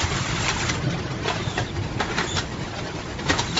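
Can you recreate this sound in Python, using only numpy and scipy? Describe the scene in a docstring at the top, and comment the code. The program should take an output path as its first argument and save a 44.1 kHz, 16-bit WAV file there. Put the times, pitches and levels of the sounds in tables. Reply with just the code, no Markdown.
"""A strapping machine works beside a running roller conveyor in a factory hall.
Strap rushes through its guide arch, scraping and ringing at many small contacts, and then stops.
Grippers, cutter and press clack in turn: bursts of contacts that set the struck part and frame ringing.
Between clacks the strap squeals as it is drawn tight, a whistle mixed with resonant noise.
Throughout, filtered noise rumbles in the hall, rollers rattle, and boxes thump as damped low tones."""
import sys
import numpy as np
from scipy import signal
from scipy.fft import rfft, irfft
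from scipy.io import wavfile
from scipy.ndimage import uniform_filter1d

SR = 44100
rng = np.random.default_rng(int(sys.argv[2]) if len(sys.argv) > 2 else 0)


def wrap_up_sound(samples):
    """Save the sound to the file named by the first command line argument, as 16-bit audio."""
    columns = np.atleast_2d(samples).T
    # keep every value between -1 and 1, then stretch to whole-number steps
    tamed = np.clip(columns, -1, 1)
    steps = np.round(tamed * 32767).astype(np.int16)
    wavfile.write(sys.argv[1], SR, steps)


N = 158319  # samples in the scene


def amp(db):
    """Level law: decibels to amplitude gain."""
    return 10 ** (np.asarray(db) / 20)


def unit(x):
    """Power normalisation: scales to rms 1."""
    return x / np.sqrt(np.mean(x ** 2) + 1e-20)


def read(points, hz):
    """Spectral interpolation: reads a table on a log-frequency axis."""
    f, value = np.transpose(points)
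    return np.interp(np.log(hz + 1), np.log(f + 1), value)


def shaped(x, gain):
    """Linear filtering: multiplies the spectrum by gain(frequency), then scales to rms 1."""
    spectrum = rfft(x) * gain(np.fft.rfftfreq(len(x), 1 / SR))
    return unit(irfft(spectrum, len(x)))


def add(mix, start_s, sound):
    """Superposition: adds a sound into the mix at a time, cut to fit."""
    at = round(start_s * SR)
    sound = sound[max(-at, 0):]
    part = mix[max(at, 0):][:len(sound)]
    part += sound[:len(part)]


def impacts(size, rate, spread_db):
    """Shot noise: a random train of tiny impulses of either sign and uneven strength."""
    sign = rng.choice([-1., 1.], size)
    present = rng.random(size) < rate / SR
    return sign * present * amp(spread_db * np.minimum(rng.exponential(1, size), 4))


def blow(rise_s, fall_s):
    """Exponential growth and decay: time around a blow at t = 0, and its envelope."""
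    t = np.arange(-SR // 10, SR // 3) / SR
    return t, np.exp(np.minimum(t / rise_s, -t / fall_s))


def resonate(x, hz, width_hz):
    """Tuned resonance: shifts the curve hz down to zero, low-passes, and shifts back."""
    turn = np.exp(2j * np.pi * np.cumsum(hz * np.ones(len(x))) / SR)
    r = np.exp(-np.pi * abs(width_hz) / SR)
    return 2 * (turn * signal.lfilter([1 - r], [1, -r], x / turn)).real


def clatter(rings_per_s, ring_s, scrape_db):
    """Sum of damped modes: many contacts ring, each at its own pitch, over a fine scrape; rms 1."""
    low_hz, high_hz, spread_db = 300, 7500, 3
    out, t = np.zeros(N), np.arange(SR // 12) / SR
    env = (1 - np.exp(-t / 0.0013)) * np.exp(-t / ring_s)
    scrape = unit(impacts(N, 6000, 2.2))  # impulses per s, spread in dB
    for when, pitch, size, phase in rng.random((20000, 4))[:int(rings_per_s * N / SR)]:
        hz = low_hz + pitch * (high_hz - low_hz)
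        ring = np.sin((2 * np.pi * (hz * t + phase)).astype(np.float32))
        add(out, when * N / SR, amp(spread_db * min(-np.log(size), 3)) * env * ring)
    return unit(unit(out) + amp(scrape_db) * scrape)


def hall():
    """Broadband noise field: rumble of drives and wash of distant machines, in drifting patches."""
    # Spectral density of the hall noise: frequency_hz, relative_level_db (per Hz)
    hall_colour = [(20, -26.5), (37, -20.5), (49, 5), (62, -1.5), (100, -0.5), (125, 2.5), (165, -1.5),
                   (260, -10), (325, -5.5), (480, -16), (700, -16.5), (1000, -19), (1400, -26), (2000, -24),
                   (3000, -31.5), (5000, -32), (6000, -46.5), (7500, -54)]
    hall_db, patch_db, swell_db = -30, 1.2, 1
    frames, hz = N // 512 + 5, np.fft.rfftfreq(2048, 1 / SR)
    real, imaginary, patches = rng.standard_normal((3, frames, len(hz))).transpose(0, 2, 1)
    # Smooth the level drift over frequency, then over time
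    patches = uniform_filter1d(patches, size=14, axis=0)
    patches = unit(uniform_filter1d(patches, size=7, axis=1))
    swell = unit(uniform_filter1d(rng.standard_normal(frames), size=6))
    level_db = read(hall_colour, hz)[:, None] + patch_db * patches + swell_db * swell
    noise = signal.istft((real + 1j * imaginary) * amp(level_db), nperseg=2048, noverlap=1536)[1]
    return amp(hall_db) * unit(noise[:N])


def room(x):
    """Diffuse reverberation: convolves with a random tail that decays at a rate set by frequency."""
    # Reverberation time of the hall: frequency_hz, t60_s
    decay = [(100, 0.31), (1000, 0.21), (4000, 0.38), (8000, 0.2)]
    hz, t, z = signal.stft(impacts(SR, 2000, 0), SR, nperseg=256)
    tail = signal.istft(z * amp(-60 * t / read(decay, hz)[:, None]), SR, nperseg=256)[1]
    return signal.fftconvolve(x, tail / np.linalg.norm(tail))[:N]


def thump(start_s, level_db, hz, fall_s):
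    """Damped low mode: a box drops onto a roller and the conveyor bed booms, with a noisy knock."""
    rise_s, knock_db = 0.013, -9
    t, env = blow(rise_s, fall_s)
    knock = rng.standard_normal(len(t))
    for _ in range(2):
        knock = resonate(knock, hz * 1.26, hz)
    boom = np.sqrt(2) * np.sin(2 * np.pi * (hz * t + rng.random()))
    return start_s + t[0], amp(level_db) * env * (boom + amp(knock_db) * unit(knock))


def rollers():
    """Random impact excitation: loose rollers rattle in their bearings, with a few clearer ticks."""
    # Course of the rattle: time_s, relative_level_db
    rattle_level = [(0, -2), (.8, -0.5), (.88, 3), (1.04, -1), (1.12, 3.5), (1.19, -5), (1.26, 6),
                    (1.36, 5.5), (1.45, -0.5), (1.72, -5), (1.84, -3.5), (1.95, -2.5), (2.12, 1.5),
                    (2.3, -5), (2.47, -6), (2.6, -3.5), (2.7, -5), (2.86, -2.5), (2.98, -1), (3.06, -1.5),
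                    (3.17, -9), (3.59, -1)]
    # Spectrum of the rattle: frequency_hz, relative_level_db
    rattle_colour = [(150, -5.5), (350, 5.5), (800, 1), (1800, -1), (3500, -7), (5000, -10.5), (5800, -10),
                     (7600, -18.5)]
    # Light ticks of the rollers: time_s, level_db
    ticks = [(0.122, -25), (0.289, -29), (0.908, -30), (0.939, -34), (0.996, -34), (1.115, -34),
             (1.768, -32), (1.84, -33.5), (2.527, -35.5), (2.765, -31.5), (2.79, -29.5), (2.876, -33),
             (2.905, -37.5), (3.11, -34.5), (3.196, -30.5), (3.268, -29.5)]
    knocks_per_s, spread_db, rattle_db = 130, 1.2, -36
    t, env = blow(0.0063, 0.039)
    knocks = signal.fftconvolve(impacts(N, knocks_per_s, spread_db) ** 2, env ** 2, "same")
    level_db = rattle_db + np.interp(np.arange(N) / SR, *np.transpose(rattle_level))
    power = amp(level_db) ** 2 * knocks / knocks.mean()
    tick_env = blow(0.012, 0.021)[1]
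    for time_s, tick_db in ticks:
        add(power, time_s + t[0], (amp(tick_db) * tick_env) ** 2)
    contacts = clatter(rings_per_s=1900, ring_s=0.013, scrape_db=-4.5)
    return np.sqrt(abs(power)) * shaped(contacts, lambda f: amp(read(rattle_colour, f)))


def strap():
    """Sliding friction: plastic strap scrapes, clatters and flutters along its guide."""
    # Course of the strap running through the guide: time_s, level_db
    feed = [(0, -22.5), (.09, -32.5), (.13, -29.5), (.38, -29), (0.471, -25.5), (.54, -33), (0.609, -25),
            (.69, -31), (.76, -34), (.82, -56), (1.15, -59), (1.25, -47), (1.38, -43.5), (1.56, -36),
            (1.7, -49), (2.05, -47), (2.221, -33.5), (2.3, -38), (2.37, -47.5), (2.461, -43),
            (3.221, -44.5), (3.32, -38.5), (3.59, -32.5)]
    # Spectrum of the running strap: frequency_hz, relative_level_db
    feed_colour = [(200, -35), (500, -4.5), (1100, 5.5), (2100, 3), (3300, 0.5), (5000, -4), (5900, -2),
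                   (6500, -2), (7600, -1)]
    flutter_db = 0.5
    contacts = clatter(rings_per_s=3000, ring_s=0.007, scrape_db=-1)
    scrape = shaped(contacts, lambda f: amp(read(feed_colour, f)))
    flutter = unit(uniform_filter1d(rng.standard_normal(N), size=600))
    level_db = np.interp(np.arange(N) / SR, *np.transpose(feed))
    return scrape * amp(level_db + flutter_db * flutter)


def squeal(start_s, length_s, from_hz, middle_hz, to_hz, level_db, rough, octave_db):
    """Frictional self-oscillation: the strap slips with an unsteady, gliding whistle and its octave."""
    jitter, jitter_s, width_hz, slip_db = 0.019, 0.005, 250, 3  # jitter is a fraction of the pitch
    size = round(length_s * SR)
    drift, slip = [unit(uniform_filter1d(z, size=round(jitter_s * SR)))[:size]
                   for z in rng.standard_normal((2, SR))]
    # A parabola through the three pitches
    curve = np.polyfit([0, .5, 1], [from_hz, middle_hz, to_hz], 2)
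    hz = np.polyval(curve, np.linspace(0, 1, size)) * (1 + jitter * drift)
    noise = rng.standard_normal(size)

    def partial(k):
        """Power-weighted mixture: a tone and resonant noise at k times the pitch."""
        tone = unit(amp(slip_db * slip) * np.sin(2 * np.pi * k * np.cumsum(hz) / SR))
        fuzz = resonate(resonate(noise, k * hz, k * width_hz), k * hz, k * width_hz)
        return np.sqrt(1 - rough) * tone + np.sqrt(rough) * unit(fuzz)

    whistle = partial(1) + amp(octave_db) * partial(2)
    return start_s, amp(level_db) * signal.windows.tukey(size, .3) * whistle


def clack(start_s, low_db, mid_db, treble_db, rise_s, fall_s, *rings):
    """Impact excitation of modes: contacts chatter around a hard strike; part and frame ring on."""
    # Spectrum of the contact burst: frequency_hz, relative_level_db
    clack_colour = [(100, -14), (200, 0.5), (300, -0.5), (600, 0), (900, 3.5), (1900, 4), (2600, -3),
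                    (4000, -8.5), (5000, -15), (5800, -15.5), (7600, -19.5)]
    # Modes of the steel frame: nominal_hz, relative_level_db, t60_s
    frame_modes = [(300, -9, 0.31), (403, 4.5, 0.2), (756, -3, 0.11), (903, -1, 0.42), (1280, -5, 0.14),
                   (1607, -1, 0.35), (1860, -1.5, 0.27), (3270, -1.5, 0.28)]
    low_edge_hz, treble_edge_hz = 840, 3570
    strike_db, frame_db = -21.5, -13.5
    ring_rise_s, ring_fall_s = 0.0033, 0.0045
    t, env = blow(rise_s, fall_s)
    hits = unit(impacts(len(t), 6000, 2.5))  # contacts per s, spread in dB
    hits[np.argmax(env)] += amp(strike_db) * np.sqrt(SR * fall_s / 2)

    def low(f):
        return 1 / (1 + (f / low_edge_hz) ** 6)

    def treble(f):
        return 1 - 1 / (1 + (f / treble_edge_hz) ** 6)

    def middle(f):
        return 1 - low(f) - treble(f)

    def mode(hz, tau_s):
        ring_env = blow(min(rise_s, ring_rise_s), tau_s)[1]
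        return np.sqrt(2) * ring_env * np.sin(2 * np.pi * (hz * t + rng.random()))

    burst = 0
    for db, band in ((low_db, low), (mid_db, middle), (treble_db, treble)):
        burst += amp(db) * shaped(hits, lambda f: band(f) * amp(read(clack_colour, f)))
    frame = 0
    for hz, db, t60_s in frame_modes:
        # Each blow excites the modes unevenly and slightly off their nominal pitch
        strength, detune = rng.uniform(0.46, 1), rng.uniform(0.95, 1.04)
        frame += amp(db) * strength * mode(hz * detune, t60_s / np.log(1000))
    part = 0
    for hz, db in zip(rings[::2], rings[1::2]):
        part += amp(db) * mode(hz, np.sqrt(ring_fall_s * fall_s))
    return start_s + t[0], env * burst + amp(mid_db + frame_db) * frame + part


def scene():
    """Superposition of sources: machine and rollers with their reverberation, thumps and hall noise."""
    # Boxes bumping over the rollers: start_s, level_db, pitch_hz, fall_s
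    thumps = [(0.043, -19.5, 84, 0.012), (0.215, -28.5, 111, 0.049), (0.795, -30.5, 306, 0.011),
              (0.842, -24, 153.5, 0.026), (0.871, -21, 129.4, 0.022), (0.881, -29, 317, 0.031),
              (0.913, -26, 171, 0.046), (0.992, -27, 127, 0.027), (1.117, -28, 124.5, 0.022),
              (1.41, -29.5, 124, 0.014), (1.479, -21.5, 113, 0.0075), (1.62, -21, 112, 0.011),
              (1.783, -22.5, 96.6, .05), (2.191, -27.5, 176, 0.019), (2.355, -25, 90.6, 0.015),
              (3.358, -30.5, 91, 0.011), (3.4, -27, 125, 0.019)]
    # Strap slipping on the tension wheel: start_s, length_s, from_hz, middle_hz, to_hz, level_db,
    # rough (noise share of power, 0-1), octave_db (relative to the whistle)
    squeals = [(1.402, 0.23, 3640, 3485, 3060, -41, .75, -23), (1.66, 0.05, 3800, 3650, 3470, -42, .6, -20),
               (2.259, 0.115, 3360, 3495, 3467, -36, 0.8, -2),
               (3.467, 0.083, 4000, 3840, 3560, -40, .8, -20)]
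    # Clacks of the mechanism: start_s, low_db, mid_db, treble_db, rise_s, fall_s,
    # then three rings of the struck part, each pitch_hz, level_db
    clacks = [(0.036, -34.5, -34, -30.5, 0.079, 0.019, 1127, -39, 1670, -41, 3600, -45),
              (0.4836, -25.5, -21.5, -19, 0.0008, 0.0015, 2460, -19.5, 2850, -24, 2150, -20),
              (0.491, -34, -23.5, -18, .001, 0.0033, 2300, -23, 1060, -23, 5800, -23.5),
              (0.501, -40, -29.5, -23.5, .004, .013, 2580, -26, 1854, -26, 4080, -30),
              (0.699, -40, -27, -22, 0.011, 0.01, 2030, -23.5, 5850, -27, 6150, -30),
              (1.281, -29, -25, -26.5, 0.0017, 0.02, 401, -22, 1575, -28, 3380, -26.5),
              (1.303, -41, -33, -34, 0.006, 0.067, 718, -28, 999, -27.5, 2660, -32.5),
              (1.5803, -30, -25.5, -25, 0.003, 0.0056, 1890, -22, 2680, -26, 740, -24),
              (1.5895, -30, -38, -31, 0.0011, 0.033, 725, -24, 1630, -26.5, 320, -29),
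              (2.005, -25, -24, -29, 0.0087, 0.027, 829, -23.5, 1280, -27, 738, -25.5),
              (2.115, -35, -34.5, -54, 0.029, 0.03, 800, -47, 1394, -31, 2300, -36),
              (2.187, -30.5, -23.5, -26.5, 0.013, 0.02, 1470, -27, 890, -24.5, 4100, -34),
              (2.211, -34, -28.5, -38, 0.01, 0.016, 1934, -22.5, 1170, -36, 372, -27),
              (2.243, -31, -37, -38, 0.0092, 0.016, 900, -35, 1800, -37, 348, -29),
              (2.372, -30, -30, -24.5, 0.014, 0.0054, 1280, -29, 3400, -37, 5500, -24),
              (2.385, -33, -28.5, -22, 0.011, 0.018, 1410, -27, 5400, -29, 3990, -33),
              (3.297, -30, -26.5, -23.5, 0.01, 0.0043, 3700, -25.5, 4300, -32, 1450, -29),
              (3.304, -27.5, -21, -21, 0.0094, 0.02, 290, -19.5, 1870, -22.5, 510, -24.5),
              (3.337, -31.5, -31.5, -38, 0.0093, 0.047, 1254, -27, 1325, -31, 720, -46),
              (3.395, -25, -30, -19.5, 0.012, 0.0073, 946, -21.5, 3910, -22, 5650, -30),
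              (3.403, -34, -34, -26.5, 0.0024, 0.022, 854, -27, 3140, -31, 5717, -31),
              (3.575, -27.5, -28.5, -20.5, 0.012, 0.022, 3976, -21, 2760, -24, 4350, -26)]
    room_db = -13
    machine, bed = strap() + rollers(), np.zeros(N)
    for row in thumps:
        add(bed, *thump(*row))
    for row in squeals:
        add(machine, *squeal(*row))
    for row in clacks:
        add(machine, *clack(*row))
    return (machine + amp(room_db) * room(machine) + bed + hall())[None]


def record(dry):
    """Band limitation: a linear-phase low-pass removes the highest treble."""
    edge_hz = 7590
    lowpass = signal.firwin(1201, edge_hz, window=("kaiser", 9), fs=SR)
    return signal.oaconvolve(dry, lowpass[None], "same")


dry = scene()
out = record(dry)
wrap_up_sound(out)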